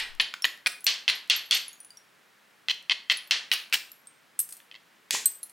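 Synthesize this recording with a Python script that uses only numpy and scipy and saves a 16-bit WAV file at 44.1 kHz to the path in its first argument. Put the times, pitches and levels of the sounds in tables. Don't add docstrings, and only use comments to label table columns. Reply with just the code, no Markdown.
import sys
import numpy as np
from scipy import signal
from scipy.fft import rfft, irfft, next_fast_len
from scipy.io import wavfile
from scipy.ndimage import uniform_filter1d, minimum_filter1d

SR = 44100
rng = np.random.default_rng(int(sys.argv[2]) if len(sys.argv) > 2 else 0)


def persist_wave(psi):
    counts = np.round(np.clip(psi, -1, 1) * 32767).astype(np.int16)
    wavfile.write(sys.argv[1], SR, np.atleast_2d(counts).T)


N = 243431
T = np.arange(SR // 2) / SR
HZ = np.fft.rfftfreq(len(T), 1 / SR)
LEAD = .0005
MAIN_HZ = 3100


def amp(db):
    return 10 ** (np.asarray(db) / 20)


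def unit(x):
    return x / np.sqrt(np.mean(x ** 2) + 1e-20)


def along(points, hz):
    f, v = np.transpose(points)
    return np.interp(np.log(hz + 1), np.log(f), v)


def coloured(x, points):
    size = x.shape[-1]
    padded = next_fast_len(size + 8192)
    gain = amp(along(points, np.fft.rfftfreq(padded, 1 / SR)))
    return irfft(rfft(x, padded) * gain, padded)[..., :size]


def add(out, s, sound):
    start = round(s * SR)
    a, b = max(start, 0), min(start + sound.shape[1], N)
    out[:, a:b] += sound[:, a - start:b - start]


# frequency in Hz, t60 in seconds.
ROOM = [(200, 0.58), (1000, 0.47), (3000, 0.34), (6000, 0.31), (12000, 0.37)]
# frequency in Hz, relative level in dB.
ROOM_COLOUR = [(100, 5.5), (1000, -0.5), (3000, 0), (7000, 4), (14000, 3)]


def in_room(x, wet_db, radiated=None, side_db=-13, build=0.00093):
    radiated = x if radiated is None else radiated
    hz, t, bands = signal.stft(rng.standard_normal((2, len(T))), SR, nperseg=256)
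    decay = amp(-60 * t / along(ROOM, hz)[:, None])
    tails = signal.istft(bands * decay, SR, nperseg=256)[1][:, :len(T)]
    tails = tails * (1 - np.exp(-T / build))
    tails = coloured(tails / np.linalg.norm(tails[0]), ROOM_COLOUR)
    mid, side = amp(wet_db) * signal.fftconvolve(radiated[None], tails, axes=1)[:, :len(T)]
    return x + mid + amp(side_db) * np.array([side, -side])


def ring(modes, split_hz=28):
    x = 0
    for (hz, db, t60), split in zip(modes, rng.normal(0, split_hz, len(modes))):
        pair = np.sin(2 * np.pi * hz * T) + .5 * np.sin(2 * np.pi * (hz + 2 * split) * T)
        x = x + amp(db - 1.5 - 60 * T / t60) * pair
    return x


# frequency in Hz, relative level in dB.
CRACK = [(150, -36.5), (1000, -17), (4000, -4), (9000, 1), (15000, -6)]


def tick(t60, colour=CRACK):
    burst = rng.standard_normal(len(T)) * amp(-60 * T / t60) * (T > LEAD)
    x = coloured(burst, colour)
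    return x / np.abs(x).max()


# frequency in Hz, width in Hz, relative level in dB.
STONE = [(397, 530, -49.5), (1090, 250, -24), (2054, 218, -4), (2637, 195, -3), (3080, 292, 0),
         (4053, 260, -9), (5490, 790, -9.5), (7170, 1500, -32)]
# frequency in Hz, relative level in dB.
CONTACT = [(50, -29), (160, -8), (300, 2), (900, 3), (4500, 12), (7000, -6.5), (10000, -12.5), (15000, -32)]


def stone_ring(main_hz, brightness, damping, reflected, vary_db=2.5):
    response = 0
    for (hz, width, db), gain in zip(STONE, rng.standard_normal(len(STONE))):
        hz, width = hz * main_hz / MAIN_HZ, width * damping
        db = db + vary_db * gain + brightness * np.log2(hz / main_hz)
        response = response + amp(db) * 1j * HZ * width / (hz ** 2 - HZ ** 2 + 1j * HZ * width)
    lags = rng.uniform(0.00024, 0.002028, size=3)
    reflections = 1 + reflected * sum(np.exp(-2j * np.pi * HZ * lag) for lag in lags)
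    delay = np.exp(-2j * np.pi * HZ * LEAD)
    x = irfft(response * reflections * amp(along(CONTACT, HZ)) * delay, len(T)) * (T < .1)
    return x / np.linalg.norm(x)


def skid(length, body, rate, spread_db, start_grip=0.47):
    pressure = np.interp(T / length, [0, .6], [start_grip, 1])
    pressure = pressure * np.clip((length - T) * SR, 0, 1) * (T > 2 * LEAD)
    sizes = amp(spread_db * rng.standard_normal(len(T))) * rng.choice([-1, 1], len(T))
    slips = (rng.random(len(T)) < rate / SR) * sizes
    x = signal.fftconvolve(slips * pressure, body)[:len(T)]
    return unit(x) * np.sqrt(length / T[-1])


# frequency in Hz, relative level in dB per Hz.
AIR = [(25, -32.5), (60, -14), (110, -4), (200, -0.5), (400, -2.5), (850, -2.5), (1700, 1), (3000, -4),
       (6000, -12), (15000, -17.5)]
AIR_DB = -62
DRAUGHT_DB, DRAUGHT_END_S, DRAUGHT_FADE_DB_PER_S = -40.5, .25, 1500


def air():
    mid, side = unit(coloured(rng.standard_normal((2, N)), AIR))
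    side = coloured(side, [(60, -4.5), (250, -3.5), (1000, -3.5), (8000, -18)])
    hiss = amp(AIR_DB) * np.array([mid + side, mid - side])
    rumble_colour = [(10, 8), (20, 11), (33, 0.0), (70, -19), (200, -49.5), (1000, -100)]  # (Hz, dB)
    draught = unit(coloured(rng.standard_normal(N), rumble_colour))
    fading = np.maximum(np.arange(N) / SR - DRAUGHT_END_S, 0)
    draught = draught * amp(DRAUGHT_DB - DRAUGHT_FADE_DB_PER_S * fading)
    return hiss + draught * amp([[0], [-28]])


CRUMB_DB, CRUMB_SPREAD_DB = -47.5, 5.5
CRUMB_FIRST_S, CRUMB_LAST_S = 0.058, 0.25


def crumbs(count=2):
    out = np.zeros((2, N))
    for s, *_ in BLOWS:
        falls = rng.uniform(CRUMB_FIRST_S, CRUMB_LAST_S, count)
        levels = rng.normal(CRUMB_DB, CRUMB_SPREAD_DB, count)
        for fall, size_db in zip(falls, levels):
            add(out, s + fall, np.tile(amp(size_db) * tick(0.00763), (2, 1)))
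    return out


# start in seconds, level in dB, ring in Hz.
CHIPS = [(0.4216, -30.5, 5502), (.719, -44, 8100), (.806, -47, 10700), (.843, -28.5, 12150),
         (1.153, -41.5, 11500), (1.363, -29, 11700), (1.546, -28, 11822), (1.681, -35, 10570),
         (1.73, -46.5, 6730), (1.8024, -41, 9620), (1.847, -46, 9980), (1.905, -44.5, 4780),
         (1.971, -43.5, 5620), (3.171, -33.5, 10590), (3.274, -49, 14034), (3.917, -40, 11730),
         (4.0709, -43, 8540)]
# multiple of the ring frequency, relative level in dB, t60 in seconds.
CHIP_MODES = [(0.619, -15.5, .04), (0.999, 2.5, .055), (1.899, -4.5, .05)]
CHIP_TICK_DB = 5.5


def chips():
    out = np.zeros((2, N))
    rise = 1 - np.exp(-T / LEAD)
    for s, db, hz in CHIPS:
        modes = [(hz * k, level, t60) for k, level, t60 in CHIP_MODES if hz * k < SR / 2]
        chip = rise * ring(modes) + amp(CHIP_TICK_DB) * tick(0.0079)
        add(out, s, in_room(amp(db) * chip, wet_db=-10.5))
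    return out


# frequency in Hz, relative level in dB, t60 in seconds.
BLADE = [(8258, -2, .09), (9857, 0, .05), (10970, -4, .06), (12000, -5, .12), (13070, -12, .07),
         (14110, -18, .07)]
SHARD = [(4120, -23, .07), (8165, 0, .085), (11870, -11, .08), (13470, -5, .09)]
SLIVER = [(4160, -8, 0.079), (9087, 4, 0.077), (10980, 6.5, 0.066), (12900, -2, 0.14)]
# start in seconds, ring level in dB, modes of the flake.
DROPS = [(4.391, -19.5, BLADE), (4.4, -23.5, BLADE), (4.4896, -42.5, BLADE), (4.507, -49, BLADE),
         (4.5237, -37, BLADE), (4.567, -49, BLADE), (5.2571, -12, SHARD), (5.382, -70, SHARD),
         (5.43, -39, SLIVER), (5.4958, -55, SLIVER)]
DROP_TICK_DB, DROP_TICK_GROWS = -12, .55


def flakes():
    out = np.zeros((2, N))
    rise = 1 - np.exp(-T / LEAD)
    for s, db, modes in DROPS:
        struck = [(hz, level + rng.normal(0, 1.3), t60) for hz, level, t60 in modes]
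        add(out, s, in_room(amp(db) * rise * ring(struck), wet_db=-17.5))
        landing = amp(DROP_TICK_DB + DROP_TICK_GROWS * db) * tick(0.031)
        add(out, s, in_room(landing, wet_db=-7.5))
    return out


# start in seconds, level in dB, ring in Hz.
KNOCKS = [(.339, -18.5, 1500), (4.392, -38, 1490), (4.602, -42, 1790), (5.14, -38, 362),
          (5.1481, -24, 1007)]
KNOCK_CYCLES = 16.2


def knocks():
    out = np.zeros((2, N))
    for s, db, hz in KNOCKS:
        t60 = KNOCK_CYCLES / hz
        thud = tick(t60, [(hz / 4, -24), (hz, 0), (hz * 2, -4), (hz * 8, -28)])
        knock = ring([(hz, 0, t60), (hz * 2, -6, t60 / 2)]) * (1 - np.exp(-T / LEAD))
        add(out, s, in_room(amp(db) * (knock + amp(1.5) * thud), wet_db=-9.0))
    return out


# start in seconds, level in dB.
TOUCHES = [(4.714, -19.5), (4.743, -24), (4.7525, -21), (4.761, -29)]


def touches(scrape_db=-33):
    out = np.zeros((2, N))
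    for s, db in TOUCHES:
        body = stone_ring(MAIN_HZ, brightness=-12, damping=1.0, reflected=0.38)
        scrape = amp(scrape_db) * skid(0.011, body, rate=1500, spread_db=15)
        add(out, s - LEAD, in_room(amp(db) * (body + scrape), wet_db=-10.0))
    return out


# frequency in Hz, relative level in dB.
SPLIT_COLOUR = [(80, -39), (300, -13), (1000, -20.5), (2000, 4.5), (4500, 3), (7500, 2.5), (10000, -7),
                (15000, -17)]
SPLIT_S, SNAP_DB, SNAP_T60_S = 5.108, -17, 0.014
CRUNCH_DB, CRUNCH_ATTACK_S, CRUNCH_HOLD_S, CRUNCH_FADE_DB_PER_S = -28, 0.022, 0.019, 249


def fracture():
    out = np.zeros((2, N))
    snap = amp(SNAP_DB - 60 * T / SNAP_T60_S)
    fading = np.maximum(T - CRUNCH_ATTACK_S - CRUNCH_HOLD_S, 0)
    slide = np.minimum(T / CRUNCH_ATTACK_S, 1) * amp(CRUNCH_DB - CRUNCH_FADE_DB_PER_S * fading)
    crackle = rng.standard_normal(len(T)) * amp(2.7 * rng.standard_normal(len(T)))
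    split = unit(coloured(crackle, SPLIT_COLOUR)) * (snap + slide)
    add(out, SPLIT_S, in_room(split, wet_db=-6.5))
    return out


# frequency in Hz, relative level in dB.
GRIT = [(60, -47), (250, -15.5), (700, -14), (1100, -5.5), (2200, 3), (4000, -2), (7500, -3), (10000, -6.5),
        (15000, -11.5)]
# start in seconds, hit level in dB before the clack gain, main ring
# in Hz, brightness in dB per octave (low is glancing, high is square), skid length in seconds, grit in dB.
BLOWS = [ (-.03, 6, 2880, -5.5, 0.028, -36.5), (.199, 5, 3020, -9.5, .016, -38),
         (0.4436, -2, 2874, -11, 0.01, -29.5), (0.6614, -5, 2430, -8, 0.013, -27.5),
         (.867, 11.5, 3230, 9.5, 0.0086, -32.5), (1.0796, 8.5, 3125, -3, 0.022, -36),
         (1.2991, 12.5, 3274, 8, 0.012, -48), (1.5104, 12.5, 3350, 9.5, 0.064, -38.5),
         (2.6851, -7.5, 3100, -2, .031, -50.5), (2.897, -4.5, 3105, -5, 0.031, -51),
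         (3.0989, 5.5, 3130, -4.5, 0.026, -38.5), (3.31, 10, 3170, 6, 0.014, -45),
         (3.516, 6.5, 2950, 4, 0.022, -30.5), (3.7263, -7, 2700, 0, 0.018, -27),
         (3.7422, -4.5, 3020, 4, 0.014, -35.5), (5.1082, -10.5, 3450, 14, 0.0023, -48)]
SKID_DB, SKID_DB_PER_BRIGHT = -25, -0.44


def hammerstone(clack_db=9):
    out = np.zeros((2, N))
    for s, hit_db, main_hz, brightness, length, grit_db in BLOWS:
        body = stone_ring(main_hz, brightness, damping=1.0, reflected=0.64)
        diffuse = stone_ring(main_hz, brightness, damping=2.27, reflected=0)
        crack = amp(hit_db - 27.5 + 2 * brightness) * tick(0.0065)
        skid_body = stone_ring(main_hz, brightness, damping=0.96, reflected=0.065)
        skid_db = SKID_DB + SKID_DB_PER_BRIGHT * brightness
        chatter = amp(skid_db) * skid(length, skid_body, rate=2000, spread_db=5)
        grit = amp(grit_db) * skid(length + 0.0041, tick(0.0029, GRIT), rate=2100, spread_db=4)
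        force = amp(hit_db + clack_db)
        close = force * body + crack + chatter + grit
        radiated = force * diffuse + chatter + grit
        add(out, s - LEAD, in_room(close, wet_db=-10.5, radiated=radiated))
    return out


def scene():
    debris = crumbs() + chips() + flakes()
    stones = knocks() + touches() + fracture() + hammerstone()
    return air() + (debris + stones) * amp([[.15], [-.15]])


TOP_HZ = 15900


def record(dry, ceiling_db=-6.5, release_db_per_s=2800):
    over = np.maximum(20 * np.log10(np.abs(dry).max(axis=0) + 1e-9) - ceiling_db, 0)
    ramp = release_db_per_s * np.arange(N) / SR
    gain_db = minimum_filter1d(ramp - np.maximum.accumulate(over + ramp), size=24)
    limited = dry * amp(uniform_filter1d(gain_db, size=24))
    thin = coloured(limited, [(30, -6.5), (70, -8.5), (170, 0)])
    return coloured(thin, [(TOP_HZ, 0), (TOP_HZ + 600, -100)])


dry = scene()
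out = record(dry)
persist_wave(out)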